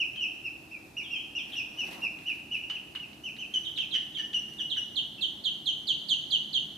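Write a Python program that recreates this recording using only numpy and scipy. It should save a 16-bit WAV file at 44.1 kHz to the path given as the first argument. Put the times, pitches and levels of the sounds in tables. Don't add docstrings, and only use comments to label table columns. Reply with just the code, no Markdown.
import sys
import numpy as np
from scipy import signal
from scipy.fft import rfft, irfft
from scipy.io import wavfile

SR = 44100
rng = np.random.default_rng(int(sys.argv[2]) if len(sys.argv) > 2 else 0)


def int16_out(signal):
    q = np.round(np.clip(np.atleast_2d(signal).T, -1, 1) * 32767)
    wavfile.write(sys.argv[1], SR, q.astype(np.int16))


N = 298557
TIME = np.arange(N) / SR

# (start [s], length [s], crest pitch [Hz], end pitch [Hz], level [dB], climb level [dB])
ARCHED_PEEPS = [(-.028, 0.065, 3130, 2450, -27.5, 0), (0.203, 0.059, 2943, 2452, -30.5, -9.5),
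                (0.438, 0.0452, 2797, 2466, -34.5, -14), (0.709, .061, 2686, 2306, -43.5, -5.5),
                (0.966, 0.059, 2896, 2270, -38, 3), (1.102, 0.072, 2840, 2380, -35.5, -6.5),
                (1.349, 0.057, 2894, 2370, -35, -2), (1.553, 0.065, 2896, 2417, -34, -5),
                (1.769, 0.074, 3000, 2463, -33.5, -15), (2.016, 0.061, 2823, 2390, -32, -9),
                (2.254, 0.074, 2960, 2380, -32.5, -7.5), (2.509, 0.062, 2974, 2383, -31.5, -7),
                (2.633, .018, 2870, 2610, -37, 3), (2.746, 0.029, 3034, 2513, -35.5, -15),
                (3.02, 0.028, 2883, 2480, -41.5, -11), (3.234, 0.061, 3080, 2450, -37.5, -8),
                (3.383, 0.068, 3110, 2436, -39, -5.5), (3.783, 0.06, 3044, 2467, -38, -7),
                (5.18, 0.023, 2775, 2590, -44.5, -2)]
# (time [s], level [dB])
ARCHED_OVERTONE = [(.2, -11), (.7, -6), (1.1, -5.5), (1.7, -1.5), (2.3, -13.5), (2.8, -16), (3.25, -7.5),
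                   (5.2, -13)]
# (start [s], length [s], start pitch [Hz], drop time constant [s], level [dB])
FALLING_PEEPS = [(0.15, 0.061, 3150, 0.029, -35.5), (1.032, 0.043, 3700, 0.017, -42),
                 (1.144, 0.036, 3320, 0.0068, -33.5), (1.38, 0.037, 3850, 0.007, -39),
                 (1.517, 0.023, 4120, .005, -36), (3.647, 0.035, 4050, .008, -34),
                 (3.76, 0.052, 4220, 0.0077, -31), (3.909, 0.044, 4250, 0.0071, -31),
                 (4.142, 0.04, 4037, .0055, -34.5), (4.581, 0.033, 3920, 0.0056, -34),
                 (4.697, 0.038, 4270, 0.0096, -30), (4.954, 0.045, 4520, 0.0077, -28),
                 (5.208, 0.047, 4516, 0.0084, -28), (5.438, 0.052, 4610, .0074, -28),
                 (5.656, 0.054, 4500, 0.0063, -26.5), (5.869, 0.057, 4714, 0.0076, -26.5),
                 (6.084, 0.06, 4694, 0.0066, -25.5), (6.304, 0.061, 4730, 0.0053, -25.5),
                 (6.527, .06, 4690, .0068, -27)]
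# (time [s], left minus right [dB])
FALLING_SIDE = [(1.2, 13), (3.6, -10), (6.5, -7)]
# (time [s], gain [dB])
DIRECT_PATH = [(1.5, -8.5), (3.6, -5.5), (5.5, -1.1)]
# (start [s], length [s], pitch [Hz], level [dB], roughness [0-1])
HELD_PEEPS = [(2.696, 0.023, 2807, -34.5, 0.19), (2.952, 0.015, 2718, -36.5, 0.22),
              (3.537, 0.042, 2947, -30, 0.04), (3.774, 0.016, 2857, -40, 0.47),
              (3.939, 0.033, 2897, -29.5, 0.12), (4.182, 0.036, 2857, -35, 0.06),
              (4.33, 0.013, 2960, -36, 0.23), (4.341, 0.038, 2807, -29.5, 0.01),
              (4.599, 0.028, 2825, -32.5, 0.04), (4.768, .032, 2840, -31.5, 0)]
# (frequency [Hz], relative level [dB])
HISS_COLOUR = [(700, -32), (1600, -2), (4200, -2), (11000, -26)]
# (start [s], length [s], start pitch [Hz], end pitch [Hz], relative level [dB], roughness [about 0-1])
RASPS = [(3.947, 0.028, 2030, 1677, -46.5, 0.54), (4.186, 0.025, 1905, 1687, -45.5, 0.23),
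         (4.587, 0.028, 1824, 1590, -58.5, 1.13), (4.758, 0.027, 1997, 1610, -50, 1.03)]
# (frequency [Hz], gain [dB])
THROAT = [(4800, -23), (5500, -16), (6200, -9.5), (6800, -10.5), (7600, -14), (9000, -17.5), (12000, -9)]
# (time [s], level [dB])
TICKS = [(0.161, -43.5), (2.187, -46), (3.131, -45), (3.366, -44), (3.532, -53), (4.173, -38), (4.596, -57)]
# (frequency [Hz], relative level [dB])
TICK_COLOUR = [(600, -27), (2200, 14.5), (4200, 10.5), (6000, -13), (15000, -29)]
# (time [s], relative level [dB])
KNOCKS = [(2.691, -49.5), (2.946, -52)]
# (frequency [Hz], relative level [dB])
KNOCK_COLOUR = [(600, -27), (1080, 16), (1400, 4), (2200, 6), (3800, 9), (5000, -13), (12000, -31)]
# (middle [s], half length [s], level [dB])
RUSTLES = [(1.55, .086, -56.5), (1.92, 0.14, -51), (2.3, 0.12, -57), (2.57, .054, -56), (3.62, 0.1, -57.5),
           (4.507, .1, -59)]
# (frequency [Hz], relative level [dB])
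RUSTLE_COLOUR = [(300, -18), (1100, 2), (1700, 22.5), (4000, 17.5), (7000, 6.5), (12000, 9), (15500, 0)]
# (middle [s], half length [s], level [dB])
SCUFFS = [(1.55, 0.91, -63.5), (1.97, 0.19, -51)]
# (frequency [Hz], relative level [dB])
SCUFF_COLOUR = [(40, -43), (90, -6), (280, 3.5), (450, -5.5), (750, 1.5), (1200, -6), (2500, -28)]
# (delay [s], relative level [dB])
ECHOES = [(.005, -15), (.009, -6), (0.02, -9.5), (0.0255, -16.5), (0.045, -11), (0.072, -15.5),
          (0.091, -23.5)]
# (frequency [Hz], time [s])
ROOM_T60 = [(300, 0.085), (1700, 0.96), (2900, 0.81), (6000, 0.82), (14000, 0.097)]
# (frequency [Hz], relative density [dB per Hz])
AIR_COLOUR = [(20, -22.5), (50, -5), (80, -2), (150, -2), (320, 3), (480, -9), (780, -7), (1100, -14),
              (1600, -15.5), (4000, -18.5), (8000, -23.5), (13000, -23.5), (15500, -35)]
# (frequency [Hz], level before swell [dB], share of the swell [ratio])
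HUM = [(124.5, -69.5, -0.083), (148.8, -72.5, 1.3), (206.8, -73.5, 1.64), (315.3, -66.5, -0.28)]
# (time [s], level change [dB])
HUM_SWELL = [(0, -8), (2.5, 5), (5, 6.5), (6.77, 9.5)]
# (frequency [Hz], left-right likeness [0-1])
LIKENESS = [(60, 0.92), (290, 0.89), (640, 0.34), (1400, 0.05), (3000, 0.35), (15000, 0.13)]

CREST_SHARE, CLIMB_HZ, CLIMB_HZ_PER_S = 0.258, 400, 21900
END_HZ, SLIDE_HZ, LAST_SAG_HZ = 2734, 398.5, 226.9
HANG_S, TOP_HZ = 0.00918, 4700
LOUD_DB, OVERTONE_DB, OVERTONE_SLOPE = -22, -12, 0.77
HELD_SAG_HZ, HELD_SAG_S = 308.3, 0.01227
HELD_OVERTONE_DB, ROUGH_DULLING_DB = -7.5, -50
WHISTLE_HZ = 2943
ECHO_DRIFT_S, EAR_LAG_S = 0.0008, 0.00007
AIR_DB = -53.5
EDGE_HZ = 15600


def amp(db):
    return 10 ** (np.asarray(db) / 20)


def evened(x):
    return x / np.sqrt(np.mean(x ** 2) + 1e-20)


def read(points, hz):
    f, value = np.transpose(points)
    return np.interp(np.log(hz + 1), np.log(f + 1), value)


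def at_time(points, s):
    return np.interp(s, *np.transpose(points))


def add(mix, s, sound):
    at = round(s * SR)
    sound = sound[..., max(-at, 0):]
    part = mix[:, max(at, 0):][:, :sound.shape[-1]]
    part += sound[..., :part.shape[1]]


def wander(rate_hz, size=N):
    hz = np.fft.rfftfreq(N, 1 / SR)
    spectrum = rfft(rng.standard_normal(N)) * np.exp(-(hz / rate_hz) ** 2)
    return evened(irfft(spectrum, N))[:size]


def noise(colour):
    hz = np.fft.rfftfreq(N, 1 / SR)
    left, other = rfft(rng.standard_normal((2, N)))
    same = np.clip(read(LIKENESS, hz), -1, 1)
    right = same * left + np.sqrt(1 - same ** 2) * other
    return evened(irfft(np.array([left, right]) * amp(read(colour, hz)), N))


def quiver(t, rate_hz):
    return np.interp(t * rate_hz, np.arange(512), rng.standard_normal(512))


def strokes(rows):
    return sum(amp(db) * np.exp(-((TIME - s) / half_s) ** 2) for s, half_s, db in rows)


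def syrinx(t, hz, overtone_db, jitter=0.0041, step_db=-14):
    phase = 2 * np.pi * np.cumsum(hz * (1 + jitter * quiver(t, 581.6))) / SR
    overtones = 0
    for k in range(2, 5):
        gain_db = read(THROAT, k * hz) + step_db * (k - 2)
        overtones = overtones + amp(gain_db) * np.sin(k * phase)
    shimmer = 1 + 0.15 * quiver(t, 300)
    flicker = 0.9 + 0.55 * quiver(t, 600)
    return np.sqrt(2) * (np.sin(phase) + amp(overtone_db) * flicker * overtones) * shimmer


def breath_of_call(t, shape_db, attack_s=0.00037, release_s=0.0024):
    ends = np.clip(np.minimum(t / attack_s, (t[-1] - t) / release_s), 0, 1)
    level_db = np.interp(t, np.linspace(0, t[-1], len(shape_db)), shape_db)
    return amp(level_db) * np.sin(np.pi / 2 * ends) ** 2


def arched_peeps(slide=0.787, bend=1.475):
    out = np.zeros((2, N))
    for s, length_s, top_hz, end_hz, db, climb_db in ARCHED_PEEPS:
        t = np.arange(0, length_s, 1 / SR)
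        crest_s = CREST_SHARE * length_s
        before = np.maximum(1 - t / crest_s, 0)
        after = np.maximum((t - crest_s) / (length_s - crest_s), 0)
        climb_hz = min(CLIMB_HZ, CLIMB_HZ_PER_S * crest_s) * before ** 2
        fall = 1 - np.exp(-(after / slide) ** bend)
        hz = top_hz - climb_hz - (top_hz - end_hz) * fall / fall[-1]
        swell = breath_of_call(t, [climb_db, climb_db / 2, 0.6, 0.4, -2.5, -7.5], attack_s=0.004)
        whistle = syrinx(t, hz, at_time(ARCHED_OVERTONE, s), jitter=0.012, step_db=-27)
        add(out, s, amp(db) * swell * whistle)
    return out * np.minimum(TIME / 0.004, 1)


def falling_peeps(dulling_db=-9):
    out = np.zeros((2, N))
    for s, length_s, start_hz, drop_s, db in FALLING_PEEPS:
        t = np.arange(0, length_s, 1 / SR)
        u = t / length_s
        hang_s = HANG_S * (start_hz / TOP_HZ) ** 10
        slide_hz = END_HZ + SLIDE_HZ * (1 - u) + LAST_SAG_HZ * (1 - u ** 7)
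        drop = np.exp((hang_s - np.hypot(t, hang_s)) / drop_s)
        hz = slide_hz + (start_hz - slide_hz[0]) * drop
        overtone_db = OVERTONE_DB + OVERTONE_SLOPE * (db - LOUD_DB) + dulling_db * (u - 0.6)
        swell = breath_of_call(t, [-16, -8.5, -3.5, -1.5, 0.3, -0.8, -4.0, -12], attack_s=0.003)
        add(out, s, amp(db) * swell * syrinx(t, hz, overtone_db))
    return out


def held_peeps(flutter=0.29, flutter_hz=1500, clearing_db=-8, hiss_db=-12):
    out, hiss = np.zeros((2, N)), np.zeros((2, N))
    for s, length_s, held_hz, db, rough in HELD_PEEPS:
        t = np.arange(0, length_s, 1 / SR)
        hz = held_hz + HELD_SAG_HZ * np.exp(-t / HELD_SAG_S)
        unsteady = rough * amp(clearing_db * (t / length_s - 1.89))
        swell = amp(db) * breath_of_call(t, [4.5, -0.5, 2.8, -4.0], attack_s=0.0045)
        overtone_db = HELD_OVERTONE_DB + ROUGH_DULLING_DB * rough
        whistle = syrinx(t, hz, overtone_db, jitter=0.22 * rough, step_db=-13.0)
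        add(out, s, swell * whistle * (1 + flutter * unsteady * quiver(t, flutter_hz)))
        add(hiss, s, swell * unsteady)
    return out + amp(hiss_db) * hiss * noise(HISS_COLOUR)


def rasps(sum_db=-13, jitter=0.147, broken_db=7):
    out = np.zeros((2, N))
    for s, length_s, start_hz, end_hz, db, rough in RASPS:
        t = np.arange(0, length_s, 1 / SR)
        hz = np.linspace(start_hz, end_hz, len(t)) * (1 + jitter * rough * quiver(t, 900))
        tone = 0
        for k in range(3):
            phase = 2 * np.pi * np.cumsum(hz + k * WHISTLE_HZ) / SR
            tone = tone + amp(k * sum_db) * np.sin(phase)
        pieces = evened(tone * amp(broken_db * rough * quiver(t, 500)))
        add(out, s, amp(db) * np.sin(np.pi * t / length_s) * pieces)
    return out


def ticks_and_knocks(snap_s=0.0032):
    ticks, knocks = np.zeros((2, N)), np.zeros((2, N))
    t = np.arange(SR // 10) / SR
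    for s, db in TICKS:
        add(ticks, s, amp(db) * np.exp(-t / snap_s))
    creak = np.minimum(t / 0.006, 1) * np.exp(-t / 0.017)
    for s, db in KNOCKS:
        slips = evened(amp(7 * quiver(t, 450)))
        add(knocks, s, amp(db) * 2 * creak * slips)
    return ticks * noise(TICK_COLOUR) + knocks * noise(KNOCK_COLOUR)


def rustles_and_scuffs():
    grains = evened(amp(3.5 * wander(700) + 2 * wander(45)))
    lumps = evened(amp(2.5 * wander(40)))
    rustles = strokes(RUSTLES) * grains * noise(RUSTLE_COLOUR)
    scuffs = strokes(SCUFFS) * lumps * noise(SCUFF_COLOUR)
    return rustles + scuffs


def room(x, tail_db, early_db, echo_db, early_t60_s=0.23, same=0.46, count=3):
    out, same = np.zeros((2, N)), np.clip(same, 0, 1)
    for k in range(count):
        taps = rng.standard_normal((3, SR)) * (rng.random((3, SR)) < 1 / 40)
        taps = np.sqrt(same) * taps[2] + np.sqrt(1 - same) * taps[:2]
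        taps[:, :SR // 400] = 0
        hz, t, z = signal.stft(taps, SR, nperseg=256)
        decay = amp(-60 * t / read(ROOM_T60, hz)[:, None])
        tail = signal.istft(z * decay, SR, nperseg=256)[1][:, :SR]
        early_decay = amp(-60 * np.arange(SR) / SR / early_t60_s)
        early = np.roll(taps[:, ::-1], SR // 400, 1) * early_decay
        response = amp(tail_db) * tail / np.linalg.norm(tail[0])
        response = response + amp(early_db) * early / np.linalg.norm(early[0])
        for delay_s, db in ECHOES:
            drift_s = ECHO_DRIFT_S * rng.uniform(-1, 1)
            arrival_s = delay_s + drift_s + EAR_LAG_S * rng.uniform(-1.2, 1, 2)
            response[np.arange(2), np.round(arrival_s * SR).astype(int)] += amp(db + echo_db)
        turn = (TIME * 2 - k + count / 2) % count - count / 2
        share = np.cos(np.pi / 2 * np.clip(abs(turn), 0, 1))
        out += signal.fftconvolve((x.mean(0) * share)[None], response, axes=1)[:, :N]
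    return out


def room_tone(waver_hz=11):
    swell_db = at_time(HUM_SWELL, TIME)
    hum = 0
    for hz, db, share in HUM:
        waver = wander(waver_hz) + 1j * wander(waver_hz)
        tone = (waver * np.exp(2j * np.pi * hz * TIME)).real
        hum = hum + amp(db + share * swell_db) * tone
    return amp(AIR_DB) * noise(AIR_COLOUR) + hum


def scene():
    soft = arched_peeps() + held_peeps() + rasps() + ticks_and_knocks()
    sharp = falling_peeps()
    soft = soft + room(soft, tail_db=-5.5, early_db=-4.5, echo_db=-0.5)
    side_db = at_time(FALLING_SIDE, TIME) * np.array([[0.5], [-0.5]])
    straight = sharp * amp(at_time(DIRECT_PATH, TIME) + side_db)
    sharp = straight + room(sharp, tail_db=-5.0, early_db=-10.5, echo_db=3.0)
    to_the_right = amp([[-0.6], [0.6]])
    return (soft + sharp) * to_the_right + rustles_and_scuffs() + room_tone()


def record(dry):
    low_pass = signal.firwin(511, EDGE_HZ, window=("kaiser", 9), fs=SR)
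    return signal.oaconvolve(dry, low_pass[None], "same")


dry = scene()
out = record(dry)
int16_out(out)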